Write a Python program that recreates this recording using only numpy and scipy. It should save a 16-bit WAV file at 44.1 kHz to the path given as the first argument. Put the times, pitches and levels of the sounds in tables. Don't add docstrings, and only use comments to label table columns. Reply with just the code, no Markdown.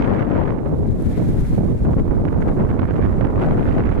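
import sys
import numpy as np
from scipy import signal
from scipy.fft import rfft, irfft
from scipy.io import wavfile
from scipy.ndimage import uniform_filter1d

SR = 44100
rng = np.random.default_rng(int(sys.argv[2]) if len(sys.argv) > 2 else 0)


def master_out(mix):
    frames = np.transpose(np.atleast_2d(mix))
    ceiling = np.clip(frames, -1, 1)
    pcm = np.round(ceiling * 32767).astype(np.int16)
    wavfile.write(sys.argv[1], SR, pcm)


N = 176400
T = np.arange(N) / SR
FREQS = np.maximum(np.arange(N // 2 + 1) * SR / N, 1)

# t/s, left gain/dB, right gain/dB
RUMBLE_SHELF = [(0,-0.5,-5),(.5,2.5,-18.5),(.75,5,-11),(1.1,9.5,-5.5),(1.35,4.5,-2.5),(1.55,6,-6.5),(1.75,11.5,-5.5),(2.1,4.5,-0.5),(2.45,0,2.5),(2.8,-2,1),(3.1,0.5,5.5),(3.3,-1.5,-1.5),(3.5,1.5,0),(4,3.5,5.5)]


def undb(db):
    return 10 ** (np.asarray(db) / 20)


def curve(table, column=1):
    rows = np.array(table)
    return np.interp(T, rows[:, 0], rows[:, column])


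def white_spectrum():
    return rfft(rng.standard_normal(N))


def colour(points):
    hz, db = np.array(points).T
    return white_spectrum() * undb(np.interp(np.log(FREQS), np.log(hz), db)) * np.sqrt(SR / 2)


def unit(x):
    return x / np.std(x)


def walk(hz):
    spectrum = white_spectrum() * np.exp(-.5 * (FREQS / hz) ** 2) * FREQS / (FREQS + hz / 2)
    return unit(np.tanh(unit(irfft(spectrum, N)) / 2))


def bump(at, length):
    return .5 ** np.minimum((2 * (T - at) / length) ** 2, 100)


def hiss(flicker_db, grain_db):
    # t/s, level/dB
    fader = [(0,-69.5),(.26,-71.5),(.55,-71),(.99,-63.5),(1.03,-59),(1.56,-57),(1.61,-62.5),(1.85,-64),(2,-67),(2.35,-68),(2.5,-65),(2.87,-70),(3.08,-66.5),(3.28,-69),(3.42,-65.5),(3.75,-66.5),(3.86,-69),(4,-69.5)]
    # f/Hz, density/dB
    tone = [(300,-11),(1000,-20),(1600,-22),(2200,-25.5),(2900,-34),(3900,-32.5),(4900,-37.5),(7000,-37),(8500,-38),(10000,-38),(13000,-40.5),(15500,-53)]
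    level_db = curve(fader) + flicker_db * walk(hz=16)
    return np.array([irfft(colour(tone), N) * undb(level_db + grain_db * walk(hz=200))
                     for _ in range(2)])


def ticks(decay_s=.0036, relative_width=.1, right_lead_db=15):
    # t/s, f/Hz, level/dB
    hits = [(.886,3930,-55.5),(1.023,10000,-53),(1.45,2160,-46.5),(2.079,11800,-63),(2.409,6700,-63)]
    out = 0
    for at, hz, db in hits:
        ring = unit(irfft(white_spectrum() / (1 + ((FREQS - hz) / (relative_width * hz)) ** 2), N))
        out = out + undb(db) * ring * (T >= at) * np.exp(-np.abs(T - at) / decay_s)
    return out * undb(np.array([[-right_lead_db], [right_lead_db]]) / 2)


def wash(at=1.167, length_s=.091, gain_db=-64):
    # f/Hz, density/dB
    tone = [(500,-24),(1200,-24),(2100,-13),(2900,-27),(3800,-27),(4700,-37),(9000,-44)]
    return np.array([irfft(colour(tone), N) for _ in range(2)]) * undb(gain_db) * bump(at, length_s)


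def bubbles(count, at=1.7, spread_s=.092, hz=2030, spread_octaves=.22, decay_cycles=14, rise=.03):
    out = 0
    for delay, pitch, strength in rng.standard_normal((count, 3)):
        cycles = np.maximum(T - at - spread_s * delay, 0) * hz * 2 ** (spread_octaves * pitch)
        age = cycles / decay_cycles
        envelope = undb(-59 + 2.7 * strength) * np.exp(-np.minimum(age, 20))
        out = out + envelope * np.sin(2 * np.pi * cycles * (1 + rise * age))
    return out * np.array([[.6], [1]])


def flaps(edge_s=.000125, tail_s=.0008):
    # t/s, level/dB
    snaps = [(.506,-11),(.66,-19),(1.585,-18),(1.851,-16),(1.934,-15),(2.253,-10),(2.282,-17),(2.703,-15),(2.793,-11),(2.819,-13),(2.958,-16),(3.211,-8),(3.250,-8),(3.27,-15),(3.424,-11),(3.437,-11),(3.447,-12),(3.511,-12),(3.919,-14)]
    return -sum(undb(db) * np.tanh((T - at) / edge_s) * np.exp(-np.abs(T - at) / tail_s)
                for at, db in snaps)


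def turbulence(flow, puffs, response, rumble_db, trim_db, cutoff_scale, slope, unrest):
    sway_hz, sway_db, flutter_hz = 9, 1.36, 48.4
    rumble_below_hz, push_above_hz, crackle_above_hz, suction_hz = 132, 104, 370, 267
    puff_octaves, push_db = sum(np.outer((shift, db), bump(at, length))
                                for at, length, shift, db in puffs)
    wobble_octaves = unrest * (.087 * walk(sway_hz) + .18 * walk(flutter_hz))
    cutoff = cutoff_scale * curve(flow) * 2 ** (puff_octaves + wobble_octaves)
    pressure = colour(response)
    slow_pressure = unit(irfft(pressure * FREQS * np.exp(-(FREQS / suction_hz) ** 2), N))
    crackle_db = 3 * walk(hz=142) - 4.5 * np.tanh(slow_pressure)
    bass_corner = cutoff / 9.2
    out = 0
    for hz in 14 * 2 ** np.arange(0, 9.6, .5):
        band = irfft(pressure * np.maximum(1 - 2 * np.abs(np.log2(FREQS / hz)), 0), N)
        power = 1 / (1 + (hz / cutoff) ** slope) / (1 + (bass_corner / hz) ** 2) ** .41
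        band_db = (crackle_db / (1 + (crackle_above_hz / hz) ** 2)
                   + rumble_db / (1 + (hz / rumble_below_hz) ** 2)
                   + push_db / (1 + (push_above_hz / hz) ** 2))
        out = out + band * np.sqrt(power) * undb(band_db)
    return out * undb(curve(flow, column=2) + trim_db + sway_db * walk(sway_hz))


def left_port():
    # t/s, nominal eddy cut-off/Hz, level/dB
    flow = [(0,950,0.5),(.2,980,0.5),(.26,900,-5),(.42,930,3.5),(.5,730,-5),(.54,460,-2),(.6,412,-6.5),(.66,585,-3),(.79,353,-7),(.88,500,-1),(.96,385,-8),(1.25,390,-4),(1.42,374,0),(1.49,288,-7.5),(1.55,403,-1.5),(1.66,384,-6.5),(1.78,430,-6.5),(2.0,500,-0.5),(2.06,430,-6),(2.46,625,-2),(2.7,610,-2.5),(2.94,550,-7),(3.0,646,-2),(3.26,680,-5),(3.4,790,-4.5),(3.6,770,0),(3.8,790,-5.5),(3.87,850,-4.5),(4,786,-8)]
    # t/s, length/s, cut-off shift/octaves, push/dB
    puffs = [(0.067,0.02,0,-2),(0.4,0.02,0.33,-5),(0.481,0.019,0.53,4),(0.734,0.023,.2,5.5),(0.832,0.011,0.51,8),(0.999,0.021,0.77,6),(1.062,0.05,0.053,5),(1.178,0.013,0.48,12.5),(1.23,0.02,0.09,4.5),(1.526,0.02,0.62,8),(1.863,.024,1,2.5),(1.89,0.024,.6,0),(1.972,0.014,0.25,8),(2.12,0.035,0.43,4.5),(2.199,0.018,.32,6.5),(2.503,0.025,0.013,6),(2.829,0.016,0,10),(2.886,0.019,0.46,13),(2.994,0.012,0.19,10.5),(3.01,0.014,0.56,-5),(3.296,0.014,0.69,3.5),(3.433,0.075,0.38,5.5),(3.782,0.061,0,8.5),(3.971,0.012,0.6,6)]
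    # f/Hz, density/dB
    response = [(15,-36.5),(40,-43.5),(90,-40),(210,-42),(420,-47.5),(820,-52.5),(1500,-58.5),(2600,-64),(4600,-75)]
    return turbulence(flow, puffs, response, curve(RUMBLE_SHELF, column=1),
                      trim_db=1.4, cutoff_scale=.64, slope=3.94, unrest=1.0)


def right_port():
    # t/s, nominal eddy cut-off/Hz, level/dB
    flow = [(0,1890,-0.5),(.2,1520,-1.5),(.28,1470,-2.5),(.42,1430,1.5),(.5,1290,3),(.55,1010,-1),(.7,790,0),(.85,635,0),(1.1,536,-1.5),(1.3,540,-1),(1.43,426,-1.5),(1.48,330,-1),(1.55,382,7),(1.6,620,3),(1.71,600,3.5),(1.79,434,3.5),(1.87,810,1),(2.3,973,-1),(2.8,1090,-0.1),(2.88,1250,-3.4),(3.1,1310,0.2),(3.16,1270,-4.5),(3.25,1090,3.5),(3.31,1150,-4.5),(3.37,1190,1.5),(3.41,1330,-1),(3.7,1580,-0.4),(4,1600,-3)]
    # t/s, length/s, cut-off shift/octaves, push/dB
    puffs = [(.18,0.06,-0.022,4.6),(0.497,0.013,-0.0055,4.3),(0.663,0.026,0.21,4),(.70,0.052,0.24,1.6),(0.741,0.032,-0.039,5.8),(.88,0.011,-0.52,5.8),(1.021,0.022,-0.018,9.8),(1.205,0.048,0.44,6.5),(1.295,.02,-0.34,9.4),(1.345,0.031,0.48,5),(1.583,0.0092,.35,3.5),(1.645,0.029,0.023,3.3),(1.685,0.015,0.61,2.3),(1.855,0.011,0.34,2.1),(1.909,0.054,0.017,4.2),(1.995,0.014,0.98,1.7),(2.116,0.012,0.49,1.1),(2.252,0.044,-0.43,4.1),(2.282,0.021,0.66,2.8),(2.425,0.022,0.61,0.82),(2.485,.022,0.59,0.78),(2.602,0.027,0.21,3.9),(2.706,0.027,.35,3.3),(2.794,0.014,.35,5.1),(2.825,0.012,.25,1.7),(2.895,0.032,0.48,2.2),(2.965,0.02,0.37,2.7),(3,.02,0,3.8),(3.04,.04,0.3,1.2),(3.211,0.017,-0.023,5.1),(3.251,0.0081,-0.12,6.4),(3.426,0.038,0.38,4.1),(3.85,0.022,0.037,1.8)]
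    # f/Hz, density/dB
    response = [(15,-32.5),(40,-35),(90,-38),(210,-43.5),(420,-51.5),(820,-62.5),(1500,-64),(2100,-64),(2700,-66.5),(4600,-69.5)]
    return turbulence(flow, puffs, response, curve(RUMBLE_SHELF, column=2),
                      trim_db=1.2, cutoff_scale=.93, slope=6.23, unrest=.77) + flaps()


def wind():
    # t/s, length/s, left drop/dB, right drop/dB
    stalls = [(.588,0.019,6,-1.5),(0.76,0.023,2,-0.5),(1.149,0.014,14,2.5),(1.474,0.016,3,7),(1.56,0.0076,10,12),(1.788,0.023,3.5,11),(1.841,0.023,3,3.5),(1.951,0.013,21,9),(2.037,0.019,3.5,6.5),(2.878,0.019,11,4.5),(2.927,0.01,6,6),(3.567,0.01,3,5),(3.95,0.043,3.5,1)]
    duck_db = sum(np.outer(drop_db, bump(at, length)) for at, length, *drop_db in stalls)
    return np.array([left_port(), right_port()]) * undb(-duck_db)


def scene():
    return wind() + hiss(flicker_db=1.1, grain_db=1.0) + bubbles(count=50) + ticks() + wash()


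def record(dry):
    low_cut_hz, high_cut_hz = 14, 15700
    threshold_db, ratio, window_s = -15, 4, .032
    window = int(window_s * SR)
    sound = signal.sosfilt(signal.butter(2, low_cut_hz, "high", fs=SR, output="sos"), dry)
    power = uniform_filter1d(np.mean(sound ** 2, axis=0), window)
    gain = np.maximum(power / undb(threshold_db) ** 2, 1) ** ((1 / ratio - 1) / 2)
    edge_fade = np.minimum(np.minimum(T, T[::-1]) / .0003, 1)
    high_cut = signal.ellip(8, .2, 70, high_cut_hz, fs=SR, output="sos")
    return signal.sosfilt(high_cut, sound * edge_fade * uniform_filter1d(gain, window))


dry = scene()
out = record(dry)
master_out(out)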